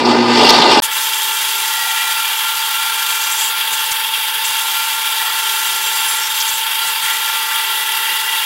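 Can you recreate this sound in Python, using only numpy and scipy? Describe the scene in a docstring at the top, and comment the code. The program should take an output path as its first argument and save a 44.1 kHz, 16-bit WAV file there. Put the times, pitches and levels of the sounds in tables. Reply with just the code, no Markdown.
"""A drill press spins a small carving burr in a block of wood, close up and in mono.
First it grinds in real time: the motor hums, rubbing rings the press, and the burr catches as it plunges.
After a short gap the work runs as a time-lapse, with hum and ringing pitched up by one factor.
Now, pass after pass, side pressure draws a whine from the spindle, the teeth strike into a pitched hiss,
and the block sings and chatters. Short scrapes and faint air from a bench fan run through both parts."""
import sys
import numpy as np
from scipy import signal
from scipy.fft import rfft, irfft, next_fast_len
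from scipy.io import wavfile
from scipy.ndimage import uniform_filter1d

SR = 44100
rng = np.random.default_rng(int(sys.argv[2]) if len(sys.argv) > 2 else 0)


def file_out(sig):
    """Save sig as 16-bit WAV at sys.argv[1]."""
    # one column per channel
    cols = np.atleast_2d(sig).T
    # limit, then scale
    lim = np.clip(cols, -1, 1)
    pcm = np.round(lim * 32767).astype(np.int16)
    wavfile.write(sys.argv[1], SR, pcm)


N = 372644
T = np.arange(N) / SR

LAPSE = 3.729  # speed-up of the time-lapse; there it multiplies every f/Hz not marked "as heard"
REAL_END_S, LAPSE_START_S = 0.803, 0.821
SPINDLE_HZ = 52.96  # turns a second in real time

# resonances of press, table and block: f/Hz, width/Hz, height/dB
PRESS_RINGS = [(205.5, 9, 12.5), (241, 9.5, 22), (282.6, 21.2, 19.5), (315.7, 9.3, 15), (368.3, 33, 15.5),
               (421, 20, 12), (465, 14, 14), (528, 28.5, 8), (583, 8, 6.5), (619, 42, 8), (719, 21, 10.5),
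               (760, 51, 7), (872, 123, 14.5), (996, 97, 8), (1180, 31, 4.5), (1271, 48, 8.5),
               (2030, 45, 4.5), (2650, 22, 7.5), (2776, 69, 5), (3020, 30, 0), (3530, 170, 6.5),
               (3900, 80, -7), (4530, 150, 7.5)]
# noise bed under the resonances, in real time and in the time-lapse: f/Hz, base level/dB per Hz
BED_REAL = [(25, -86), (80, -84), (130, -57), (200, -56), (300, -50), (560, -53), (1000, -50),
            (1250, -52.5), (1500, -50.5), (2050, -55), (2500, -53), (5100, -53), (6100, -65.5), (8300, -68),
            (9500, -78), (15500, -92)]
BED_LAPSE = [(16, -92.5), (60, -84), (90, -82.5), (125, -73.5), (180, -74.5), (260, -74.5), (480, -64),
             (900, -65), (1400, -65.5), (1900, -68.5), (2500, -65), (3200, -62.5), (3800, -67),
             (4200, -63.5)]
# force of the block on the burr in real time, a light touch and then the plunge: t/s, level/dB
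FEED_FORCE = [(0, -4), (.04, -10), (.065, -4.5), (.12, -1.5), (.155, -8.5), (.28, -5), (.375, 2), (.5, 5.5),
              (.58, 3.5), (.67, -1.5), (.72, 4), (.8, 0.5)]
# the hand lets up for a moment: t/s, length/s, depth/dB
LET_UPS = [(0.861, 0.056, -8), (6.133, .19, -3.2)]
# passes of the burr round the hollow: start/s, end/s, whine gain/dB, squeal gain/dB, bite gain/dB
PASSES = [(.92, 1.522, -34.5, -41, -27.5), (1.533, 1.74, -30.5, -34, -27.5), (1.74, 2.143, -31, -40, -29.5),
          (2.163, 2.948, -29.5, -40, -31.5), (2.963, 3.35, -30.5, -48, -28.5),
          (3.354, 3.493, -36, -41, -29), (3.505, 3.62, -30, -37, -41), (3.717, 3.84, -32, -46, -30),
          (4.433, 4.626, -37, -43, -28.5), (4.633, 5.023, -30.5, -39, -30.5),
          (5.035, 5.33, -33.5, -38, -33), (5.33, 6.22, -32.5, -34.5, -29), (6.2, 6.617, -41, -42, -29.5),
          (6.802, 6.917, -28.5, -29.5, -31), (7.035, 7.2, -30, -29.5, -29), (7.22, 7.39, -30.5, -33, -31),
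          (7.405, 7.862, -35, -30, -33.5), (7.858, 8.5, -37, -28, -36.5)]
# colour of one strike of the teeth: f/Hz, relative level/dB
STRIKE_COLOUR = [(300, -34), (800, -22), (1200, -4), (1400, -1), (1650, 2.5), (2000, 1), (2500, -0.5),
                 (2750, -4.5), (3200, -0.5), (4200, -13.5)]
# partials of the loaded spindle: multiple of its speed, level/dB against the whine gain
WHINE_PARTIALS = [(4, -16), (6, -12.5), (7, 1.5), (8, -21), (9, -27), (11, -14), (12, -5), (20, -8.5),
                  (22, -13), (24, -12)]
# the block sings as the teeth bite, the lowest tone at their strike rate:
# f/Hz as heard, level/dB against the bite gain, unsteadiness/0-1, waver/Hz
BITE_TONES = [(395, -31.5, 0.35, 2.2), (4220, -13.5, 0.8, 80), (7490, -9, 0.83, 100)]
# rough edge of the squeal: f/Hz as heard, level/dB against the squeal gain, unsteadiness/0-1, waver/Hz
SQUEAL_TONES = [(395, -22.5, 0.74, 2.4), (1942, -4, 1, 44), (2756, -7, 0.4, 15)]
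# the block chatters and squeals under the burr: t/s, length/s, f/Hz as heard, level/dB, unsteadiness/0-1
CHATTER_TONES = [(.95, 0.71, 395, -52, .2), (1.74, .42, 767, -39, 0.53), (1.713, 0.46, 1930, -26, 0.95),
                 (1.878, 0.45, 2387, -30.5, 0.96), (2.3, 1.4, 797, -46, 0.4), (2.3, 0.85, 1274, -48, .3),
                 (3.0, .48, 7470, -32, 1), (3.15, 0.38, 6680, -33, 0.9), (3.15, 0.35, 5900, -34, 0.8),
                 (4.55, 0.21, 787, -40, .3), (5.13, 0.26, 750, -45, 0.3), (5.13, 0.27, 1930, -29, .8),
                 (5.5, 1.1, 7460, -32, 0.7), (5.45, 0.81, 5890, -39, 1), (5.55, .7, 790, -44, .2),
                 (6.19, 0.1, 5480, -30, 1), (6.19, .11, 5900, -35, 0.8), (7.33, 0.3, 1184, -37, 0.1),
                 (7.947, 0.64, 2820, -28.5, 0.6)]
# the burr catches: t/s, length/s, centre/Hz as heard, width/Hz as heard, rasp level/dB, thump level/dB
SCRAPES = [(0.05, 0.019, 4860, 1500, -15.5, -60), (0.489, 0.027, 4460, 2400, -5, -42),
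           (0.612, 0.036, 3620, 1500, -10, -60), (0.734, 0.022, 4700, 2000, -18, -60),
           (0.816, 0.061, 9100, 9000, -17.5, -50), (3.312, 0.026, 8200, 2500, -22, -70),
           (3.369, 0.15, 7600, 1400, -23, -70), (3.715, 0.049, 7500, 3500, -23.5, -50),
           (3.848, .035, 7800, 1800, -27, -62), (3.908, 0.028, 7000, 6000, -20, -44),
           (4.445, 0.026, 7550, 1500, -22, -66), (5.28, .035, 5000, 4000, -36, -52),
           (6.003, 0.23, 10100, 2000, -25, -58), (6.395, 0.035, 5560, 3000, -19, -53),
           (6.472, 0.04, 7000, 2500, -22, -62), (6.519, 0.053, 7660, 1100, -25, -51),
           (6.86, .045, 8000, 2200, -23.5, -50), (7.021, 0.04, 8500, 3500, -23.5, -48),
           (7.022, 0.13, 1900, 900, -25, -70)]
# motor hum in real time: f/Hz, base level/dB, unsteadiness/0-1
HUM_REAL = [(120, -37, 0.1), (240, -18, 0.15), (360, -20.3, 0.2)]
# fader on that hum, which sinks as the burr digs in: t/s, gain/dB
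HUM_FADER = [(0, -7), (.04, -6), (.09, 5.5), (.15, -6), (.19, 5), (.27, 2), (.38, 2), (.46, -5), (.7, -5),
             (.78, -12)]
# motor and bearing tones in the time-lapse: f/Hz, level/dB, unsteadiness/0-1
HUM_LAPSE = [(116.2, -58, .2), (120, -59, .2), (232.8, -34, .1), (240, -30.7, .1), (360, -41, .4),
             (760.6, -39, .5), (128, -58, .2), (142.5, -60, .4), (193.8, -59, .3), (264.7, -49, .4),
             (269.6, -48, .4), (277.5, -47, .5), (423.6, -45, .6), (2463.2, -52, .7), (3002.2, -48, .7),
             (3498.3, -44, .8), (3704.9, -51, .7), (3954.1, -51, .7), (4201.5, -52, .7)]
# air from the bench fan on the microphone: t/s, level/dB before gusts
FAN_AIR = [(0, -62), (.33, -64), (.37, -44), (.44, -48), (.5, -36), (.56, -50), (.8, -51), (.88, -59),
           (8.45, -64)]


def press(speed, bed, force_db, drone_db, patchy_db, flicker_db, throb, ripple_db):
    """Rubbing noise rings the press; it throbs once a turn and flickers as the wood grain passes."""
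    hz, t, spectrum = signal.stft(rng.standard_normal(N), SR, nperseg=1024, noverlap=768)
    hz = hz[:, None] / speed  # real-time pitch
    db = level_at(bed, hz)
    db = db + sum(height / (1 + (2 * (hz - f) / width) ** 2) for f, width, height in PRESS_RINGS)
    # force brightens the sound: it lifts the drone a little, chuck rattle more, grinding hiss most
    force = np.interp(t, T, force_db)
    to_rattle = np.clip((hz - 600) / 130, 0, 1)
    to_hiss = np.clip((hz - 2500) / 400, 0, 1)
    drone = np.clip(hz / 400, 0, 1) * (1 - to_rattle) * (drone_db + 0.2 * force)
    rattle = to_rattle * (1 - to_hiss) * 0.55 * force
    hiss = to_hiss * force
    patches = uniform_filter1d(rng.standard_normal(spectrum.shape), 24, axis=0)
    patches = unit_rms(uniform_filter1d(patches, 7, axis=1))  # bands swell and fade at random
    # reflections from table and shop comb the upper range with a fine, static ripple
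    comb = rng.standard_normal(len(hz))
    ripple = unit_rms(uniform_filter1d(comb, size=2) - uniform_filter1d(comb, size=7))[:, None]
    db = db + drone + rattle + hiss + patchy_db * patches + ripple_db * to_rattle * ripple
    grind = np.sqrt(SR / 2) * signal.istft(spectrum * amp(db), SR, nperseg=1024, noverlap=768)[1][:N]
    turn = np.cos(2 * np.pi * SPINDLE_HZ * speed * T)
    return grind * (1 + throb * turn) * amp(flicker_db * drift(11 * speed).real)


def steady_feed(wander_db=0.3):
    """The hand's force on the block in the time-lapse, in dB: held, wandering, now and then eased."""
    let_ups = sum(db * swell(start, length, T) for start, length, db in LET_UPS)
    return let_ups - wander_db * drift(rate_hz=3).real


def pass_gains(glide_s=0.057):
    """Faders for whine, squeal and bite: each pass rises from grazing, holds and falls back."""
    grazing = amp([[-46], [-49], [-43]])
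    gains = grazing * np.ones(N)
    for start, end, *db in PASSES:
        held = np.clip(0.5 + np.minimum(T - start, end - T) / glide_s, 0, 1)
        gains += (amp(db)[:, None] - grazing) * held
    return gains


def teeth(bite, strike_db=2.5, slip=0.00723, uneven=0.79, smear_s=0.0029, dust=0.57):
    """The burr strikes about twice a turn; slipping timing blurs the top into a pitched hiss."""
    period = 1 / (2 * SPINDLE_HZ * LAPSE * 0.997)
    late, size = rng.standard_normal((int(T[-1] / period), 2)).T
    onsets = np.cumsum(period * (1 + slip * late)) * SR
    taps = onsets.astype(int)[:, None] + np.arange(-8, 9)
    clicks = np.sinc(taps - onsets[:, None]) * (1 + uneven * size[:, None])
    strikes = np.zeros(N)
    np.add.at(strikes, np.clip(taps, 0, N - 1), clicks)
    # the block smears each strike over a few milliseconds without colouring it
    burst = rng.standard_normal(1024) * np.exp(-T[:1024] / smear_s)
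    smear = irfft(np.exp(1j * np.angle(rfft(burst))))
    drive = unit_rms(signal.oaconvolve(strikes, smear)[:N]) + dust * rng.standard_normal(N)
    buzz = coloured(drive, lambda hz: amp(level_at(STRIKE_COLOUR, hz / LAPSE)))
    return bite * amp(strike_db) * unit_rms(buzz)


def whine(pressure, squeal, flutter=0.16, flutter_hz=40, waver_hz=4):
    """Side pressure brings out spindle harmonics, the higher the rougher; the tenth squeals alone."""
    hz = SPINDLE_HZ * LAPSE
    stack = sum(amp(db) * tone(k * hz, 0.1 + 0.038 * k, waver_hz + 0.3 * k) for k, db in WHINE_PARTIALS)
    stack *= 1 + flutter * np.cos(2 * np.pi * flutter_hz * T)  # the whine beats against the motor
    return pressure * stack + squeal * amp(-3) * tone(10 * hz, unsteady=0.48, waver_hz=7)


def singing(tones):
    """The block sings under the burr in a cluster of wavering tones."""
    return sum(amp(db) * tone(hz, unsteady, waver_hz) for hz, db, unsteady, waver_hz in tones)


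def chatter():
    """Passing tones of the block shaking in the hand; the rough ones waver faster."""
    out = np.zeros(N)
    for start, length, hz, db, rough in CHATTER_TONES:
        part = slice(int(start * SR), int((start + length) * SR))
        out[part] += amp(db) * swell(start, length, T[part]) * tone(hz, rough, 35 * rough, T[part])
    return out


def scrapes(thump_hz=200, grain_db=1.5):
    """Short grainy rasps as the burr catches, with a dull push on the table."""
    out = np.zeros(N)
    for start, length, centre, width, rasp_db, thump_db in SCRAPES:
        def rasp_band(hz):
            return np.minimum(hz / 1500, 1) ** 2 / (1 + abs(2 * (hz - centre) / width) ** 3.4)

        part = slice(int(start * SR), int((start + length) * SR))
        chips, clumps = rng.standard_normal((2, SR))[:, :part.stop - part.start]
        chips = chips * amp(-grain_db * unit_rms(uniform_filter1d(clumps, size=60)))
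        rasp = unit_rms(coloured(chips, rasp_band))
        shape = np.sin(np.pi * np.linspace(0, 1, len(chips)) ** 0.81)  # quick catch, slower release
        out[part] += shape * (amp(rasp_db) * rasp + amp(thump_db) * dulled(chips, thump_hz))
    return out


def motor(speed, hum, waver_hz):
    """Mains hum and bearing tones, pitched up by the speed."""
    return sum(amp(db) * tone(hz * speed, unsteady, waver_hz) for hz, db, unsteady in hum)


def fan(gust_db=5):
    """Faint lumpy rumble of moving air."""
    air = dulled(rng.standard_normal(N), corner_hz=270)
    return amp(automation(FAN_AIR) + gust_db * drift(rate_hz=11).real) * air


def amp(db):
    return 10 ** (np.asarray(db) / 20)


def unit_rms(x):
    return x / np.sqrt(np.mean(abs(x) ** 2) + 1e-20)


def level_at(points, hz):
    """An EQ curve: straight lines between points on a log-frequency axis."""
    f, db = np.transpose(points)
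    return np.interp(np.log(hz + 1), np.log(f + 1), db)


def automation(points):
    """A fader ride: straight lines between points in time."""
    return np.interp(T, *np.transpose(points))


def coloured(x, gain):
    """Filters x by a gain given as a function of frequency."""
    size = next_fast_len(len(x))
    return irfft(rfft(x, size) * gain(np.fft.rfftfreq(size, 1 / SR)), size)[:len(x)]


def dulled(x, corner_hz):
    """Rolls off the top and sets the rms to 1."""
    return unit_rms(coloured(x, lambda hz: 1 / (1 + (hz / corner_hz) ** 2)))


def drift(rate_hz, t=T, size=8192):
    """A complex random modulator of rms 1, rolling off above rate_hz."""
    f = np.fft.fftfreq(size, T[-1] / size)
    noise = rng.standard_normal((size, 2)) @ [1, 1j]
    slow = np.fft.ifft(np.fft.fft(noise) / (1 + (f / rate_hz) ** 2))
    return np.interp(t, np.linspace(0, T[-1], size), unit_rms(slow))


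def tone(hz, unsteady, waver_hz, t=T):
    """A tone of rms about 1, part steady and part wavering."""
    share = np.clip(unsteady, 0, 1)
    envelope = np.sqrt(1 - share ** 2) + share * drift(waver_hz, t)
    return np.sqrt(2) * (envelope * np.exp(2j * np.pi * hz * t)).real


def swell(start, length, t):
    """A quick rise, a plateau and a fall."""
    return np.tanh(2 * np.sin(np.pi * np.clip((t - start) / length, 0, 1)))


def scene():
    """Real time, a short gap, then the time-lapse."""
    real = press(1, BED_REAL, automation(FEED_FORCE),
                 drone_db=2, patchy_db=1.5, flicker_db=0.5, throb=0.12, ripple_db=2.5)
    real += amp(automation(HUM_FADER)) * motor(1, HUM_REAL, waver_hz=8.4)
    pressure, squeal, bite = pass_gains()
    lapse = amp(-0.5) * press(LAPSE, BED_LAPSE, steady_feed(),
                              drone_db=-0.45, patchy_db=0.88, flicker_db=1.5, throb=0.042, ripple_db=1.5)
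    lapse += motor(LAPSE, HUM_LAPSE, waver_hz=3.4) + whine(pressure, squeal) + teeth(bite) + chatter()
    lapse += bite * singing(BITE_TONES) + squeal * singing(SQUEAL_TONES)
    gate = np.clip(np.maximum(REAL_END_S - T, T - LAPSE_START_S) * 1000, 0, 1)  # 1 ms fades at the gap
    mono = gate * (np.where(T < REAL_END_S, real, lapse) + scrapes() + fan())
    return np.array([mono, mono])


def record(dry):
    """Clips peaks at full scale, then cuts the very top with a steep low-pass."""
    low_pass = signal.firwin(1023, cutoff=15800, window=("kaiser", 9), fs=SR)
    return signal.oaconvolve(np.clip(dry, -1, 1), low_pass[None], "same")


dry = scene()
out = record(dry)
file_out(out)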